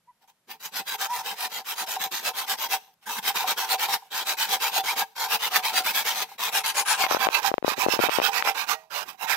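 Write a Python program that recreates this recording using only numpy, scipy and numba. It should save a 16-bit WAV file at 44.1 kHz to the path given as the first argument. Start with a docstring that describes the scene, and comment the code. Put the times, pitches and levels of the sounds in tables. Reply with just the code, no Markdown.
"""Hand saw on a turned wooden cup

A hand saw cuts a turned wooden cup off its stub on a stopped lathe, in quick strokes with short rests, in an
open shed. Noise bursts of the teeth, shaped by speed and pressure, make the rasp and excite modes of cup and blade.
Stick-slip squeals are gliding tones; knocks, a blade ring and two hoots join them, with a faint echo and air.
Late on the phone moves in front of the cup and the rasp changes colour; sawdust pops against its left microphone
port and clogs it, a moving low-pass filter, so that side goes dull."""
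import sys
import numpy as np
from scipy import signal
from scipy.fft import rfft, irfft
from scipy.io import wavfile
from scipy.ndimage import uniform_filter1d
from numba import njit

SR = 44100
rng = np.random.default_rng(int(sys.argv[2]) if len(sys.argv) > 2 else 0)


def waveform_to_disk(signal):
    """Save audio, clipped to [-1, 1], as 16-bit WAV at the path in sys.argv[1]."""
    frames = np.transpose(np.atleast_2d(signal))
    scaled = np.clip(frames, -1, 1) * 32767
    samples = np.round(scaled).astype(np.int16)
    wavfile.write(sys.argv[1], SR, samples)


N = 412776
TIME = np.arange(N) / SR

# the quiet shed, relative spectrum: frequency_hz, density_db (per Hz)
AIR_SPECTRUM = [(30, -16), (90, -15), (170, 0), (300, -12), (900, -9), (2000, -12), (8000, -18),
                (13000, -15), (15500, -54)]
# likeness of the two ports: frequency_hz, correlation (no unit)
PORT_LIKENESS = [(100, 1), (800, 0.9), (1500, 0.75), (3000, 0.12), (7000, 0.26), (13000, 0.083)]
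# dust lowers and then damps the left port's resonance: time_s, resonance_hz, damping (no unit)
PORT_CLOGGING = [(5.9, 20000, 1.5), (6.45, 13000, 0.79), (6.6, 10600, .45), (6.9, 10050, 0.12),
                 (7.05, 7200, .62), (7.09, 6000, 8.1), (7.25, 6000, 5.5), (7.4, 6000, 13), (8.2, 6000, 22),
                 (8.48, 6000, 5.4), (8.7, 6000, 17)]
# loudest sawdust grains striking the left port: time_s, peak_db, pop_hz, tick_db (gain beside the swing's)
DUST_GRAINS = [(7.04, -5.5, 1140, -26), (7.0663, -11.5, 1070, -3), (7.1127, -6, 770, -28),
               (7.124, -9, 900, -26), (7.148, -4, 700, -21), (7.1694, -10, 720, -26),
               (7.2703, -4.5, 810, -34), (7.2885, -3, 844, -8), (7.5165, -11, 556, -24),
               (7.5412, -4, 664, -16), (7.582, -8, 635, -14), (7.6276, -17.5, 490, -20),
               (7.6473, -5.5, 487, -38), (7.6807, -5, 614, -23), (7.8646, -5.5, 543, -32),
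               (7.8863, -6, 524, -23), (7.9383, -12.5, 510, -26), (7.9925, -5.5, 530, -21),
               (8.0388, -6, 594, -26), (8.0882, -9.5, 677, -28), (8.0948, -5, 780, -10),
               (8.1869, -5, 560, -20), (8.2007, -4, 770, -10.5), (8.2183, -8, 784, -8),
               (8.4251, -4.5, 1570, -30), (8.4753, -5.5, 1140, -26)]
# two short hoots: start_s, end_s, top_pitch_hz, level_db (rms at the fullest)
HOOT_NOTES = [(0.068, 0.124, 1000, -50.5), (1.076, 1.178, 986, -26.5)]
# stick-slip of the blade in the kerf, its free length changing:
# start_s, end_s, first_pitch_hz, last_pitch_hz, level_db (rms at the fullest)
SQUEAL_GLIDES = [(3.81, 3.878, 2210, 2490, -34), (4.623, 4.689, 1940, 2560, -31),
                 (4.865, 4.929, 1895, 2540, -27.5), (5, 5.049, 1613, 1630, -33),
                 (5.425, 5.467, 1920, 2160, -32), (5.638, 5.698, 1950, 2550, -31),
                 (5.854, 5.912, 1990, 2630, -28.5), (6.075, 6.103, 1980, 2280, -33),
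                 (6.099, 6.132, 2760, 3310, -32), (6.915, 6.948, 2500, 2530, -30),
                 (7.02, 7.063, 2170, 2160, -29), (9.3, 9.352, 2870, 1630, -22)]
# the bare blade rings on when a stroke stops dead: frequency_hz, initial_level_db (rms), t60_s
BLADE_DECAYS = [(640, -44.5, 0.39), (800, -62, .5), (950, -59, 0.47), (1900, -40, 0.21), (2465, -57, .35),
                (2620, -57, 0.32)]
# the teeth catch and knock the wood, faintly when the blade is at rest: time_s, peak_db
TOOTH_KNOCKS = [(.944, -27), (1.965, -22), (2.734, -20.5), (2.878, -51), (3.301, -22), (3.442, -18),
                (3.886, -21), (4.022, -40), (4.055, -49), (5.018, -22.5), (6.286, -44), (6.316, -36),
                (7.445, -13.5), (9.145, -41)]
# modes of the cup and clamped stub, relative levels: frequency_hz, width_hz, push_db, pull_db
WOOD_MODES = [(438, 9.1, -7, -17.5), (774, 25, 10.5, -1), (863, 102, 1, -4.5), (914.4, 40, 7, 3.5),
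              (1024, 28, -4, -6.5)]
# modes of the blade, relative levels: frequency_hz, width_hz, level_db
BLADE_MODES = [(1450, 91, -14), (1612, 26, 2), (2200, 210, -6), (2446, 77, 0.5), (2630, 40, 0),
               (3140, 300, -3), (3896, 150, 1), (6080, 51, -8)]
# tearing of the fibres, relative spectrum: frequency_hz, density_db (per Hz)
TEARING_SPECTRUM = [(40, -39.5), (90, -31.5), (140, -25), (210, -15), (290, -21), (450, -8.5), (600, -9.5),
                    (900, -6), (1150, 0), (1600, -0.5), (2500, -1.5), (3300, 0), (5500, -2.5), (7500, -9.5)]
# hiss of the tooth tips, carrying on above it: frequency_hz, density_db (per Hz)
HISS_SPECTRUM = [(9500, -11.5), (11500, -11), (13500, -2.5), (14500, -8.5), (15500, -10.5)]
# colour of the rasp with the phone in front of the cup: frequency_hz, gain_db
CLOSE_COLOUR = [(200, -1.5), (400, -0.5), (900, 2.5), (1350, 2.5), (2000, -1), (2550, 3.5), (3200, -3),
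                (4000, -3.5), (6000, -2), (9000, -4.5)]
# colour of the rasp while the blade is slow: frequency_hz, gain_db
SLOW_COLOUR = [(250, 13), (900, 2.5), (4500, -1), (12000, -1.5)]
# the teeth dig in and the rasp swells: time_s, extra_db
TOOTH_DIGS = [(.512, 8), (0.66, 9), (0.879, 8.5), (1.068, 6.5), (1.962, 6), (2.392, 5), (2.738, 2),
              (3.188, 12), (3.285, 6), (3.366, 8.5), (3.588, 6.5), (3.947, 6.5), (4.542, 4), (4.627, 4),
              (5.565, 8), (5.648, 5), (5.78, 5), (5.872, 2), (6.229, 9), (6.575, 3), (7.347, 6),
              (7.474, 6.5), (7.924, 3.5), (8.152, 3), (8.38, 4), (8.968, 2.5), (9.093, 10), (9.234, 3)]
# saw strokes, the faintest being the blade stirring in the kerf at rest:
# start_s, length_s, direction (+1 push, -1 pull), rasp_db (relative drive),
# pressure_rise_db (over the stroke), ring_db (drive of the wood against that of the rasp)
SAW_STROKES = [(0.201, 0.069, 1, -67, -2, 5), (0.273, 0.053, -1, -63.5, -16, 1.5),
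               (0.469, 0.11, 1, -48.5, -6, 1), (0.595, 0.11, -1, -45, -1, -7.5),
               (0.712, 0.12, 1, -32, 9, -7.5), (0.847, 0.12, -1, -36.5, 20, -8),
               (0.974, 0.11, 1, -30.0, 3.5, -5.5), (1.082, 0.15, -1, -36, 6, -0.5),
               (1.215, 0.15, 1, -34, 1, -4.5), (1.352, 0.13, -1, -33, 15.5, -5),
               (1.479, 0.15, 1, -35.5, 10, -4), (1.642, 0.11, -1, -34.5, 9, -8),
               (1.735, 0.12, 1, -32, 18, -6.5), (1.862, 0.12, -1, -33, -8, -6),
               (1.979, 0.11, 1, -29.5, 2, -5.5), (2.108, 0.13, -1, -33.5, -15.5, -9.5),
               (2.213, 0.11, 1, -28, 10, -7), (2.332, 0.13, -1, -34.5, 1.5, -3.5),
               (2.457, 0.11, 1, -27.5, 5.5, -7.5), (2.57, 0.11, -1, -31.0, 6, -5.5),
               (2.677, 0.112, 1, -28.5, 1.5, -7), (2.727, 0.25, 1, -62, -16, 1),
               (3.005, 0.064, 1, -59.5, 9, -4), (3.056, 0.16, -1, -36, -10.5, -2),
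               (3.214, 0.13, 1, -30, -5, -7), (3.335, 0.13, -1, -32.5, -2, -0.5),
               (3.45, 0.1, 1, -26.0, -2, -5), (3.56, 0.13, -1, -32.5, -8.5, -2.5),
               (3.666, 0.1, 1, -25, 15, -5.5), (3.778, 0.099, -1, -27.0, 6, -6),
               (3.862, 0.13, 1, -29.5, -2.5, -3), (3.965, 0.18, 1, -61.5, -3, 0),
               (4.104, 0.14, -1, -31.0, 5.5, -6), (4.237, 0.12, 1, -27.0, 7, -7.5),
               (4.369, 0.116, -1, -28, -6.5, -7.5), (4.464, 0.13, 1, -27.5, -3, -4.5),
               (4.593, 0.12, -1, -28.0, 2.5, -6.5), (4.701, 0.12, 1, -26.0, 13, -3.5),
               (4.83, 0.12, -1, -28.5, 1, -5), (4.949, 0.1, 1, -26, -4.5, -5),
               (5.008, 0.22, 1, -67.5, -6, 4), (5.152, 0.13, -1, -31, 7, -1.5),
               (5.263, 0.12, 1, -26, 19.5, -7), (5.386, 0.11, -1, -29, 7, -6),
               (5.493, 0.13, 1, -28.5, -3.5, -4), (5.621, 0.11, -1, -30, -4, -3),
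               (5.709, 0.13, 1, -27, 0, -5.5), (5.834, 0.098, -1, -26.5, -3, -10.5),
               (5.919, 0.13, 1, -25.5, -6, -9), (6.042, 0.11, -1, -26.5, -10.5, -9),
               (6.11, 0.16, 1, -32.0, -5.5, -4), (6.244, 0.14, 1, -51, 0, -7),
               (6.379, 0.13, -1, -29, 3, -6.5), (6.503, 0.13, 1, -26.0, -0.5, -6),
               (6.635, 0.099, -1, -27.5, -7.5, -7), (6.729, 0.11, 1, -25.5, 12, -5.5),
               (6.85, 0.12, -1, -25.0, 2.5, -5.5), (6.955, 0.134, 1, -25, 1, -2),
               (7.08, 0.105, -1, -23.5, -3, -8.5), (7.178, 0.11, 1, -22, 0, -5.5),
               (7.291, 0.12, -1, -26.0, 10, -3), (7.404, 0.119, 1, -25.5, -4, -3),
               (7.637, 0.11, -1, -26, 12, -7.5), (7.752, 0.12, 1, -23, 8, -2.5),
               (7.869, 0.11, -1, -24.5, 8.5, -6.5), (7.964, 0.12, 1, -24, 31, -4),
               (8.087, 0.12, -1, -25, 1, -7), (8.202, 0.11, 1, -20.5, 2, -5),
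               (8.312, 0.12, -1, -25.5, -5, -6.5), (8.428, 0.11, 1, -22.5, -5, -5),
               (8.542, 0.12, -1, -27, -5, -6.5), (8.665, 0.1, 1, -20.5, -2, -8.5),
               (8.727, 0.2, 1, -60, -22, 6), (8.899, 0.15, -1, -29.5, 3, -8.5),
               (9.035, 0.15, 1, -45, -18, -6), (9.173, 0.091, -1, -36, 26, 1), (9.263, 0.11, 1, -20, 2, -8)]

TOP_HZ = 15700  # upper limit of the phone
MOVE_S = (6.2, 7.07)  # start and end of the phone's move in front of the cup
BLADE_STOP_S = 8.745  # when the blade halts
# finer dust, falling at random: time span, middle of the peak levels, middle of the pitches
FINE_DUST_S, FINE_DUST_DB, FINE_DUST_HZ = (7.69, 8.04), -20.5, 490
# loudness follows blade speed to a power: a push bites in the middle, a pull drags all the way
PUSH_POWER, PULL_POWER = 1.84, 1
RING_POWER = 0.7  # share of that power which the wood ring follows
CREEP = 0.036  # added to the speed law, so that some drive is left at the turn of a stroke
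USUAL_DB, FAINT_DB = -29, -44  # drive of an ordinary stroke; below the second, tilt changes no further
PUSH_BASS_DB, PULL_BASS_DB, TREBLE_DB = -1, -6.5, 2  # spectral tilt at the usual force
# dB lost per dB of force: harder strokes gain less in the bass, and pulls also in the treble
BASS_LOSS, PUSH_TREBLE_LOSS, PULL_TREBLE_LOSS = 0.61, 0.04, 0.23
DIG_S = 0.015  # half-width of a dig, where its extra dB has fallen to 1/e
RING_RISE_DB, RING_DIG = 2.5, 0.59  # build-up of the wood's drive over a stroke; share of a dig's dB reaching it


def undb(db):
    """Decibels are a logarithmic measure of amplitude: 20 dB is a factor of ten."""
    return 10 ** (np.asarray(db) / 20)


def add(track, sound, start):
    """Superposition: sounds add linearly, this one from its start time in seconds."""
    i = max(int(start * SR), 0)
    track[..., i:i + sound.shape[-1]] += sound[..., :N - i]


def on_log(hz, points):
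    """Spectra are interpolated on a logarithmic frequency axis."""
    f, value = np.transpose(points)
    return np.interp(np.log(hz + 1), np.log(f), value)


def resonance(hz, centre, width):
    """A damped mode responds as a second-order band-pass, with gain 1 at its centre."""
    return 1j * hz * width / (centre ** 2 - hz ** 2 + 1j * hz * width)


def unit_power(response, band):
    """Power normalization: white noise leaves the response with power 1 inside the band."""
    return response / np.sqrt(np.mean(np.abs(response * band) ** 2))


def ports(pair, hz):
    """Spatial coherence: unrelated spectra become left and right, alike in the bass, left one sample late."""
    alike = np.clip(on_log(hz, PORT_LIKENESS), -1, 1)
    mid = pair[0] * np.sqrt((1 + alike) / 2)
    side = pair[1] * np.sqrt((1 - alike) / 2)
    one_sample_late = np.exp(-2j * np.pi * hz / SR)
    return np.array([(mid + side) * one_sample_late, mid - side])


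def air(db=-73):
    """Stationary noise: a faint outdoor background with a fixed spectrum."""
    hz = np.fft.rfftfreq(N, 1 / SR)
    colour = unit_power(undb(on_log(hz, AIR_SPECTRUM)), hz > 0)
    noise = rfft(rng.standard_normal((2, N)))
    return undb(db) * irfft(ports(noise * colour, hz), N)


def shed(sound, t60=0.27, wet_db=-21):
    """Diffuse reflection: ground, machine and roof return a short echo, here exponentially decaying noise."""
    t = TIME[:SR // 2]
    echo = rng.standard_normal((2, len(t))) * undb(-60 * t / t60) * (t > .004)
    echo /= np.sqrt(np.sum(echo ** 2, axis=1, keepdims=True))
    return undb(wet_db) * signal.fftconvolve(sound, echo, axes=1)[:, :N]


@njit
def low_pass(x, hz, damping):
    """Acoustic low-pass: a clogged port is a two-pole resonator whose frequency and damping move."""
    y, band, low = np.empty(len(x)), 0., 0.
    for i in range(len(x)):
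        g = np.tan(np.pi * hz[i] / SR)
        v = (band + g * (x[i] - low)) / (1 + g * (g + damping[i]))
        y[i] = low + g * v
        band, low = 2 * v - band, 2 * y[i] - low
    return y


def clogged_port(sound):
    """Moving resonance: frequency and log damping are interpolated between the stages of clogging."""
    s, port_hz, damping = np.transpose(PORT_CLOGGING)
    port_hz = np.minimum(np.interp(TIME, s, port_hz), .47 * SR)  # kept below the Nyquist limit
    damping = np.exp(np.interp(TIME, s, np.log(damping)))
    return low_pass(sound, port_hz, damping)


def dust_pops(damping=1.55, size=2048, count=9):
    """Impulse response: a grain gives the port's air one heavily damped swing, a faint thud and a tick."""
    out, hz = np.zeros(N), np.fft.rfftfreq(size, 1 / SR)
    tick = resonance(hz, 2000, 1530) ** 2 / (1 + 1j * hz / 3500)
    thud = undb(-31) * resonance(hz, 45, 90)
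    grains = list(DUST_GRAINS)
    for when, weight, pitch in rng.random((count, 3)):
        s = np.interp(when, [0, 1], FINE_DUST_S)
        peak_db = FINE_DUST_DB + 8 * (weight - .5)
        grains.append((s, peak_db, FINE_DUST_HZ * (1 + .4 * (pitch - .5)), -27))
    for s, peak_db, pop_hz, tick_db in grains:
        swing = resonance(hz, pop_hz, damping * pop_hz) ** 2 / (1 + 1j * hz / (1.8 * pop_hz)) ** 2
        pop = -irfft(swing + undb(tick_db) * tick - thud)
        add(out, undb(peak_db) * pop / pop.max(), s - np.argmax(pop) / SR)  # the peak falls at s
    return out


def tone(pitch_hz, db, waver, overtone_db):
    """Frequency modulation: a swelling and fading tone with an unsteady pitch and a weak octave."""
    n = len(pitch_hz)
    wobble = uniform_filter1d(rng.standard_normal(n), size=100)
    phase = 2 * np.pi * np.cumsum(pitch_hz * (1 + waver * wobble / wobble.std())) / SR
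    swell = np.hanning(n) ** .8
    return np.sqrt(2) * undb(db) * swell * (np.sin(phase) + undb(overtone_db) * np.sin(2 * phase))


def hoots():
    """Near-sinusoidal tone: nearly pure notes whose pitch arches."""
    out = np.zeros((2, N))
    for start, end, top_hz, db in HOOT_NOTES:
        u = np.linspace(-1, 1, int((end - start) * SR))
        add(out, tone(top_hz * (1 - .16 * u ** 2), db, waver=.008, overtone_db=-23), start)
    return out


def squeals():
    """Stick-slip oscillation: slightly rough tones of the blade, whose glide slows towards its end."""
    out = np.zeros((2, N))
    for start, end, first_hz, last_hz, db in SQUEAL_GLIDES:
        glide = np.sin(np.linspace(0, np.pi / 2, int((end - start) * SR))) ** 1.4
        pitch_hz = first_hz + (last_hz - first_hz) * glide
        add(out, tone(pitch_hz, db, waver=.016, overtone_db=-18), start)
    return out


def blade_ring():
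    """Free vibration: the halted blade dies away exponentially in its own modes."""
    out, t = np.zeros((2, N)), TIME[:SR]
    ring = sum(np.sqrt(2) * undb(db - 60 * t / t60) * np.sin(2 * np.pi * hz * t)
               for hz, db, t60 in BLADE_DECAYS)
    add(out, ring, BLADE_STOP_S)
    return out


def wood_response(hz, direction):
    """Modal superposition: push and pull load the cup differently; each contact detunes it a little."""
    detune = 1 + 0.018 * rng.standard_normal(len(WOOD_MODES))
    modes = 0
    for k, (f, width, push_db, pull_db) in enumerate(WOOD_MODES):
        gain = undb(push_db if direction > 0 else pull_db)
        modes = modes + (-1) ** k * gain * resonance(hz, f * detune[k], width)  # neighbours in opposite phase
    return unit_power(modes * resonance(hz, 810, 1500), hz > 0)


def knocks(size=8192):
    """Impulsive excitation: a catching tooth gives the wood one blunt blow."""
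    out, hz = np.zeros((2, N)), np.fft.rfftfreq(size, 1 / SR)
    for s, peak_db in TOOTH_KNOCKS:
        knock = irfft(wood_response(hz, 1) + 5 * resonance(hz, 935, 280) ** 2)
        add(out, undb(peak_db) * knock / np.abs(knock).max(), s)
    return out


def ripple(hz, spacing_hz, depth_db):
    """Plate modes give random spectral peaks and dips, which change with the point of contact."""
    knots = np.arange(0, SR / 2 + spacing_hz, spacing_hz)
    gain = undb(depth_db * np.interp(hz, knots, rng.standard_normal(len(knots))))
    return gain / np.sqrt(np.mean(gain ** 2))


def digging(t):
    """Transient loading: extra dB of the rasp at the given times, where the teeth dig in."""
    return sum(extra_db * np.exp(-((t - s) / DIG_S) ** 2) for s, extra_db in TOOTH_DIGS)


def teeth(speed, tooth_hz, bite, uneven_db, snap_db):
    """Periodic fracture: each passing tooth modulates the noise of torn fibres; rms 1, two unrelated rows."""
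    n = len(speed)
    passed = np.cumsum(tooth_hz * (.3 + .7 * speed)) / SR + rng.random()
    tooth = passed.astype(int)
    tooth_gain = undb(uneven_db * rng.standard_normal(tooth[-1] + 1))[tooth]
    burst = (.5 + np.exp(-(passed % 1) / bite)) * tooth_gain  # bite in tooth spacings
    snap = np.minimum(rng.exponential(size=n // 8 + 1), 7)
    fibres = undb(snap_db * snap).repeat(8)[:n]  # each gain is held for 8 samples
    force = burst * fibres * rng.standard_normal((2, n))
    return force / np.sqrt(np.mean(force ** 2))


def rasp_colour(hz, closeness):
    """Transmission through a plate: the rasp is heard through the blade, whose modes stand out of it."""
    modes = sum(np.abs(undb(db + 2.5) * resonance(hz, f, width)) ** 2 for f, width, db in BLADE_MODES)
    steel = np.sqrt(1 + modes)
    spectrum_db = on_log(hz, TEARING_SPECTRUM + HISS_SPECTRUM) + closeness * on_log(hz, CLOSE_COLOUR)
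    return unit_power(undb(spectrum_db) * steel, (hz > 1200) & (hz < 6000))


def stroke(start, length, direction, db, rise_db, ring_db, size=16384):
    """Forced vibration: the blade speeds up and stops again, its force rasping and ringing the wood."""
    u = np.linspace(0, 1, int(length * SR))
    speed = np.abs(np.sin(np.pi * u))  # share of the top speed
    hz = np.fft.rfftfreq(size, 1 / SR)
    if direction > 0:
        power, bass_db, treble_loss = PUSH_POWER, PUSH_BASS_DB, PUSH_TREBLE_LOSS
    else:
        power, bass_db, treble_loss = PULL_POWER, PULL_BASS_DB, PULL_TREBLE_LOSS
    pressure = undb(db + rise_db * (u - .5))
    dig_db = digging(start + u * length)
    tooth_hz = 260 * (1 + .12 * rng.standard_normal())  # at top speed
    force = pressure * teeth(speed, tooth_hz, bite=1.0, uneven_db=1.5, snap_db=-0.7)
    tearing = force * undb(dig_db) * (CREEP + speed ** power)
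    shaking_db = ring_db + RING_RISE_DB * (u - .5) + RING_DIG * dig_db
    shaking = force * undb(shaking_db) * (CREEP + speed ** (power * RING_POWER))

    # the contact slides along the blade: one fine pattern of peaks gives way to another with speed
    depth_db = on_log(hz, [(2500, 4.65), (9000, 5.7)])
    slow = rfft(tearing * (1 - speed ** 2), size) * ripple(hz, spacing_hz=119.75, depth_db=depth_db)
    fast = rfft(tearing * speed ** 2, size) * ripple(hz, spacing_hz=119.75, depth_db=depth_db)
    rasp = slow * undb(on_log(hz, SLOW_COLOUR)) + fast  # slow teeth sound duller

    colour = rasp_colour(hz, closeness=np.interp(start, MOVE_S, [0, 1]))
    effort_db = max(db, FAINT_DB) - USUAL_DB
    bass_tilt_db = bass_db - BASS_LOSS * effort_db
    treble_tilt_db = TREBLE_DB - treble_loss * effort_db
    tilt_db = on_log(hz, [(280, bass_tilt_db), (700, 0), (4500, 0.032), (9000, treble_tilt_db)])
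    wood = rfft(shaking, size) * wood_response(hz, direction) * undb(0.5)
    return irfft(ports(rasp * colour * undb(tilt_db + 1.5) + wood, hz))


def saw():
    """Superposition of strokes: each sounds from its own start, and its ring may overlap the next."""
    out = np.zeros((2, N))
    for row in SAW_STROKES:
        add(out, stroke(*row), row[0])
    return out


def scene():
    """Linear mixing: direct sound, echo and air reach two ports; the left one fills with dust."""
    near = saw() + knocks() + squeals() + blade_ring() + hoots()
    left, right = near + shed(near) + air()
    return np.array([clogged_port(left) + dust_pops(), right])


def record(dry):
    """Band limitation: the phone cuts the top with a steep elliptic low-pass."""
    return signal.sosfilt(signal.ellip(10, .2, 80, TOP_HZ, fs=SR, output="sos"), dry)


dry = scene()
out = record(dry)
waveform_to_disk(out)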